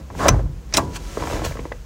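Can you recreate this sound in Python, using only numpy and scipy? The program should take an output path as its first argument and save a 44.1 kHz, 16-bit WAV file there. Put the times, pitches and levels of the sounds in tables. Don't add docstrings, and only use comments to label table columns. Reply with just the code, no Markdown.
import sys
import numpy as np
from scipy import signal
from scipy.fft import rfft, irfft
from scipy.io import wavfile

SR = 44100
rng = np.random.default_rng(int(sys.argv[2]) if len(sys.argv) > 2 else 0)


def pcm_store(signal):
    levels = np.round(np.clip(np.atleast_2d(signal), -1, 1) * 32767)
    wavfile.write(sys.argv[1], SR, levels.astype(np.int16).T)


N = 81585
CONTACT_RISE_S = 0.00059


def amp(db):
    return 10 ** (np.asarray(db) / 20)


def unit(x):
    return x / np.sqrt(np.mean(x ** 2) + 1e-20)


def read(points, hz):
    f, value = np.transpose(points)
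    return np.interp(np.log(hz + 1), np.log(f + 1), value)


def level(points):
    return amp(np.interp(np.arange(N) / SR, *np.transpose(points)))


def colour(x, spectrum):
    size = 16384
    log_gain = np.log(amp(read(spectrum, abs(np.fft.fftfreq(size, 1 / SR)))))
    response = np.exp(np.conj(signal.hilbert(log_gain)))
    taps = irfft(response[:size // 2 + 1])[:size // 2]
    return signal.fftconvolve(x, taps * np.hanning(size)[size // 2:])[:N]


def noise(spectrum):
    return unit(colour(rng.standard_normal(N), spectrum))


def since(start):
    return np.maximum(np.arange(N) / SR - start, 0)


def blow(start, rise, t60):
    t = since(start)
    return np.minimum(t / rise, 1) * amp(-60 * np.minimum(t / t60, 3))


def ring(start, modes, tilt_db=0):
    length_s = min(1.2, 2 * max(t60 for hz, db, t60 in modes))
    t = np.arange(0, length_s, 1 / SR)
    middle_hz = modes[len(modes) // 2][0]
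    sound = sum(amp(db + tilt_db * np.log2(hz / middle_hz) - 60 * t / t60) * np.sin(2 * np.pi * hz * t)
                for hz, db, t60 in modes)
    return np.pad(sound * np.minimum(t / CONTACT_RISE_S, 1), (round(start * SR), N))[:N]


def friction(spectrum, spread_db, slips_per_s):
    slips = (rng.random(N) < slips_per_s / SR) * rng.choice([-1, 1], N)
    sizes = amp(spread_db * np.minimum(rng.exponential(1, N), 4))
    return unit(colour(slips * sizes, spectrum))


def knock(start, hz, t60, q, rattle):
    chatter = blow(start, CONTACT_RISE_S, t60) * rng.standard_normal(N)
    drive = rattle * chatter / np.linalg.norm(chatter)
    drive[round(start * SR)] += 1
    sound = signal.lfilter(*signal.iirpeak(hz, q, fs=SR), drive)
    top_hz = min(2.72 * hz, SR / 3)
    sound = signal.lfilter(*signal.butter(2, top_hz, fs=SR), sound)
    return sound / np.linalg.norm(sound) * np.sqrt(SR * t60 / np.log(10 ** 6))


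# frequency_hz, level_db
RUMBLE_SPECTRUM = [(20, -25), (35, -5), (44, 13.5), (51, 0), (60, 7.5), (75, -4), (150, -12.5),
                   (230, -19.5), (450, -37), (900, -34.5), (2000, -41.5), (4000, -49), (6500, -59),
                   (10000, -55.5), (16000, -51)]
# frequency_hz, level_db
SEAT_SPECTRUM = [(20, -20), (34, -21), (50, 8), (110, 4), (200, -5), (320, -2), (400, -9), (480, -5.5),
                 (700, -17), (1500, -27.5), (4000, -71), (16000, -89)]
# time_s, level_db
SEAT_ENVELOPE = [(0, -33), (.06, -47.5), (.12, -38), (.19, -28.5), (.25, -25), (.33, -22.5), (.55, -45),
                 (.68, -47.5), (.83, -25), (.95, -35.5), (1.05, -42), (1.13, -39.5), (1.22, -32.5),
                 (1.32, -33), (1.41, -30), (1.49, -45), (1.6, -36), (1.75, -55), (1.85, -57)]


def background():
    return amp(-35) * noise(RUMBLE_SPECTRUM) + level(SEAT_ENVELOPE) * noise(SEAT_SPECTRUM)


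# frequency_hz, t60_s
CABIN_DECAY = [(60, 0.73), (250, 0.13), (1000, 0.082), (3000, 0.052), (12000, 0.034)]


def cabin(x, delay_s=0.0028, echoes_per_s=3000):
    size = SR // 2
    echoes = rng.standard_normal(size) * (rng.random(size) < echoes_per_s / SR)
    echoes *= np.arange(size) > delay_s * SR
    hz, t, bands = signal.stft(echoes, SR, nperseg=256)
    decay = amp(-60 * t / read(CABIN_DECAY, hz)[:, None])
    tail = signal.istft(bands * decay, SR, nperseg=256)[1]
    return signal.fftconvolve(x, tail / np.linalg.norm(tail))[:N]


# frequency_hz, level_db
RUSTLE_SPECTRUM = [(100, 1), (400, 3.5), (1200, 4), (2400, -0.5), (4200, -2.5), (6700, -0.5), (9000, -9),
                   (12000, -14.5), (15500, -15)]
# time_s, level_db
RUSTLE_ENVELOPE = [(0, -54.5), (.05, -59.5), (.68, -55), (.8, -41), (.87, -48.5), (1.0, -45.5),
                   (1.12, -40.5), (1.22, -39), (1.33, -34), (1.42, -42), (1.5, -39), (1.57, -47),
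                   (1.7, -51), (1.85, -55)]
# frequency_hz, level_db
SWISH_SPECTRUM = [(200, -2), (600, -6), (1000, 4), (1250, 1), (1500, 6), (2050, -4), (2430, 1.5),
                  (2700, 1.5), (3100, 1.5), (3800, -6.5), (4350, 2), (4900, -4), (5500, -3), (6200, 0.5),
                  (7100, -5), (7800, -3.5), (8800, -13), (9600, -10.5), (12000, -17.5), (15500, -18)]
# peak_s, level_db, rise_s, t60_s
SWISHES = [(0.966, -28.5, .016, 0.043), (1.448, -26, 0.0053, 0.15)]


def clothing():
    t = np.arange(N) / SR
    rustle = level(RUSTLE_ENVELOPE) * friction(RUSTLE_SPECTRUM, spread_db=3, slips_per_s=12000)
    swells = sum(amp(db) * np.exp(np.minimum(t - s, 0) / rise) * amp(-60 * since(s) / t60)
                 for s, db, rise, t60 in SWISHES)
    return rustle + swells * friction(SWISH_SPECTRUM, spread_db=0, slips_per_s=8300)


# frequency_hz, level_db
BRUSH_SPECTRUM = [(1000, -23), (5000, -6), (10000, -6), (15500, 5)]


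def release():
    return amp(-36) * blow(start=1.445, rise=0.008, t60=0.23) * noise(BRUSH_SPECTRUM)


def bend(x, bass_lag_s=0.00279, half_lag_hz=647):
    hz = np.fft.rfftfreq(2 * N, 1 / SR)
    phase = 2 * np.pi * bass_lag_s * half_lag_hz * np.arctan(hz / half_lag_hz)
    return irfft(rfft(x, 2 * N) * np.exp(-1j * phase))[:N]


# start_s, level_db, pitch_hz
BELT_TICKS = [(1.1716, -14.5, 580), (1.2, -23, 1200), (1.205, -25.5, 790), (1.2228, -15.5, 930),
              (1.2363, -18.5, 930), (1.253, -24.5, 960), (1.272, -15, 850), (1.3, -17.5, 844),
              (1.31, -19.5, 786), (1.325, -19.5, 1080), (1.331, -17.5, 670), (1.344, -23, 800),
              (1.353, -24, 700), (1.365, -25, 870), (1.372, -19.5, 700), (1.379, -35, 710),
              (1.393, -21.5, 770), (1.418, -18, 755), (1.438, -23, 770), (1.449, -18.5, 730),
              (1.463, -21.5, 655), (1.51, -25, 670), (1.521, -26.5, 1500), (1.554, -26.5, 606),
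              (1.57, -24.5, 1130), (1.591, -24, 610), (1.595, -28, 1520), (1.653, -22.5, 610),
              (1.717, -21, 610), (1.7213, -21.5, 1570)]
# frequency_hz, level_db
GUIDE_SPECTRUM = [(40, 12.5), (150, 7.5), (240, 6), (315, 7), (390, 0.5), (475, 4.5), (590, -1), (780, -5),
                  (910, -1.5), (1130, -3.5), (1400, -8.5), (1950, -2.5), (3200, -7.5), (6000, -9),
                  (15000, -18)]
# time_s, level_db
RUB_ENVELOPE = [(1.1, -61), (1.2, -32.5), (1.28, -38.5), (1.33, -26.5), (1.4, -31.5), (1.46, -29),
                (1.5, -63), (1.59, -42), (1.64, -43), (1.85, -56)]


def belt():
    ticks = sum(amp(db) * knock(s, hz, t60=0.023, q=1.75, rattle=1.3) for s, db, hz in BELT_TICKS)
    rub = friction(GUIDE_SPECTRUM, spread_db=1, slips_per_s=3500)
    dull_rub = signal.lfilter(*signal.butter(1, 1470, fs=SR), rub)
    guide = bend(colour(ticks, GUIDE_SPECTRUM) + level(RUB_ENVELOPE) * unit(dull_rub))
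    hollow = signal.lfilter(*signal.iirpeak(482, Q=10, fs=SR), guide)
    return guide + amp(2) * hollow


# start_s, level_db, t60_s
THUMPS = [(0.297, -17.5, 0.41), (0.449, -24.5, 0.51), (0.799, -27.5, 0.54), (1.2, -25.5, 0.31),
          (1.445, -27, 0.65)]
# frequency_hz, level_db
THUMP_SPECTRUM = [(20, -38), (36, -19), (50, 0.5), (70, 4.5), (100, -1), (160, 2.5), (220, -18), (450, -35),
                  (900, -48), (3000, -59), (16000, -100)]


def thumps(rise_s=0.016):
    power = sum((amp(db) * blow(s, rise_s, t60)) ** 2 for s, db, t60 in THUMPS)
    return noise(THUMP_SPECTRUM) * np.sqrt(power)


# pitch_hz, level_db, t60_s
SHELL_MODES = [(50.47, -2, 1), (66.6, 5.5, 0.23), (79.5, -1, 0.37), (93.2, 1.5, 0.45), (115.8, -2, 0.57),
               (147, 0.5, 0.21), (166.6, -8.5, 0.44)]
# start_s, level_db, damping_t60_s
JOLTS = [(0.301, -12, 6.1), (0.446, -18.5, 0.24)]


def shell(rise_s=0.0098):
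    return sum(amp(db) * ring(s, SHELL_MODES) * blow(s, rise_s, t60) for s, db, t60 in JOLTS)


# pitch_hz, level_db, t60_s
PILLAR_MODES = [(266, 10, 0.28), (333.4, -3, 0.53), (455, -15, 0.24), (443, -18.5, 0.66), (550, -21, 0.17),
                (705, -10, .28), (844, -8.5, 0.34), (886, -4.5, 0.36), (978, -7.5, 0.91), (1020, 2, 0.2),
                (1132, 0, 0.16), (1165, 8.5, 0.085), (1380, -12, 0.096), (1615, -11.5, 0.22)]
# start_s, level_db, tilt_db_per_octave
PILLAR_BLOWS = [(0.286, -45, -6), (.781, -26.5, 3.5)]


def pillar():
    return sum(amp(db) * ring(s, PILLAR_MODES, tilt_db) for s, db, tilt_db in PILLAR_BLOWS)


# frequency_hz, level_db
SCRAPE_SPECTRUM = [(30, -16), (120, 2), (350, -6), (480, 4.5), (570, -9), (650, 2.5), (720, -3.5), (800, 1),
                   (940, -5), (1030, 4), (1200, 0), (1320, -7.5), (1520, -1.5), (2300, -20.5),
                   (4500, -22.5), (7000, -25), (9000, -31), (15000, -60)]
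# time_s, level_db
SCRAPE_ENVELOPE = [(0, -54), (.13, -72), (.175, -52), (.195, -27.5), (.235, -19.5), (.28, -22), (.3, -26.5),
                   (.35, -35.5), (.41, -44.5), (.48, -71), (.6, -96)]
# frequency_hz, level_db
HISS_SPECTRUM = [(500, -43), (2000, 5.5), (3300, 1), (4500, -1), (6500, 2), (9000, -7.5), (12000, -9.5),
                 (15500, -13)]
# time_s, level_db
HISS_ENVELOPE = [(.08, -59.5), (.14, -54), (.19, -39.5), (.235, -37), (.28, -36), (.305, -52), (.4, -54),
                 (.46, -69)]


def slider():
    scrape = level(SCRAPE_ENVELOPE) * friction(SCRAPE_SPECTRUM, spread_db=1, slips_per_s=5000)
    return scrape + level(HISS_ENVELOPE) * noise(HISS_SPECTRUM)


# start_s, level_db, pitch_hz, t60_s
TRIM_KNOCKS = [(0.1025, -30, 750, 0.031), (.151, -29.5, 900, 0.032), (0.256, -11, 690, 0.03),
               (0.2611, -7, 560, 0.031), (0.271, -15, 810, 0.059), (0.2843, -12, 796, 0.044),
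               (.2865, -8.5, 1940, 0.04), (0.2881, -5, 420, 0.021), (.343, -25, 690, 0.074),
               (0.393, -26.5, 724, 0.041), (.459, -41, 860, 0.051), (0.726, -28, 1880, 0.08),
               (0.742, -28, 780, 0.086), (0.777, -13, 640, 0.023), (.782, -13.5, 890, 0.064),
               (0.793, -18, 1070, 0.043)]
# frequency_hz, level_db
TRIM_SPECTRUM = [(40, -17), (150, -2), (330, -2.5), (480, 4), (650, 1), (760, 1), (1050, 1.5), (1350, -6),
                 (2100, -4.5), (3200, -14), (6000, 3), (15000, -37)]
# pitch_hz, level_db, t60_s
COVER_MODES = [(1020, -3, .04), (1470, -9, .03), (1590, -7, .03), (2005, 0, .034), (2170, -2, .028),
               (2320, -6, .02)]
# start_s, level_db
COVER_BLOWS = [(.2848, -7.5), (0.2906, -15.5), (1.7205, -36)]


def trim():
    knocks = sum(amp(db) * knock(s, hz, t60, q=1, rattle=1.55) for s, db, hz, t60 in TRIM_KNOCKS)
    clacks = sum(amp(db) * ring(s, COVER_MODES) for s, db in COVER_BLOWS)
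    return colour(knocks, TRIM_SPECTRUM) + clacks


# start_s, level_db
PIN_SNAPS = [(0.7401, -10.5), (0.7699, -1.5)]
# frequency_hz, level_db
SNAP_SPECTRUM = [(500, -16.5), (2800, -7.5), (4000, -0.5), (4600, 0.5), (5900, 5), (6400, -8), (7300, 3),
                 (9000, -26), (12000, -18), (15300, -25), (16500, -34)]


def snaps():
    return noise(SNAP_SPECTRUM) * sum(amp(db) * blow(s, rise=0.0004, t60=0.014) for s, db in PIN_SNAPS)


# start_s, clash_db, noise_t60_s, slider_db, pin_db, tick_db
CATCH_STRIKES = [(0.2819, -11, 0.037, -43, -36, -15.5), (0.2848, -11, 0.031, -29, -31, -40),
                 (0.2891, -45, 0.025, -4, -48, -50), (0.2985, -32, 0.028, -35, -42, -59),
                 (0.7381, -17.5, 0.039, -16, -21.5, -42), (0.7431, -19.5, 0.15, -22, -32, -55),
                 (0.7661, -24, 0.062, -48, -30, -22.5), (0.7707, -17, 0.018, -22, -10, -20),
                 (0.7764, -21.5, 0.031, -40, -34, -20)]
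# frequency_hz, level_db
CLASH_SPECTRUM = [(200, 3), (1000, -2), (2200, -1.5), (3200, -4.5), (4000, -5), (4480, -16), (4900, -4),
                  (5700, -2), (6400, -7), (7300, -9), (8500, -13), (9600, -13), (11000, -25), (16000, -38)]
# frequency_hz, level_db
TICK_SPECTRUM = [(3000, -69), (8000, 1), (10000, -3.5), (12500, -12.5), (14000, -5), (15200, -3),
                 (16500, -1)]
# pitch_hz, level_db, t60_s
SLIDER_MODES = [(5300, -15, .03), (5940, -14, .075), (6060, 0, .026), (6130, -12, .07), (6500, -14, .03)]
# pitch_hz, level_db, t60_s
PIN_MODES = [(2445, -12, 0.04), (2700, -14, 0.05), (4005, 0, 0.036), (4400, -5, .02), (5300, -5, .025),
             (5650, -4, .03), (5920, -2, 0.035), (6885, -10, .065), (7120, -8, 0.055), (7700, -11, 0.045),
             (9400, -15, .05)]


def catch():
    clash, tick = noise(CLASH_SPECTRUM), noise(TICK_SPECTRUM)
    return sum(blow(s, CONTACT_RISE_S, t60) * (amp(clash_db) * clash + amp(tick_db) * tick)
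               + amp(slider_db) * ring(s, SLIDER_MODES) + amp(pin_db) * ring(s, PIN_MODES)
               for s, clash_db, t60, slider_db, pin_db, tick_db in CATCH_STRIKES)


def scene():
    near = catch() + snaps() + trim() + belt() + slider() + clothing() + release()
    return (near + amp(-13.5) * cabin(near) + thumps() + shell() + pillar() + background())[None]


def record(dry, low_cut_hz=33, ceiling=0.96, top_hz=15850):
    thinned = signal.sosfilt(signal.butter(6, low_cut_hz, "high", fs=SR, output="sos"), dry)
    rounded = thinned / (1 + (thinned / ceiling) ** 6) ** (1 / 6)
    low_pass = signal.firwin(511, top_hz, window=("kaiser", 9), fs=SR)
    return signal.oaconvolve(rounded, low_pass[None], "same")


dry = scene()
out = record(dry)
pcm_store(out)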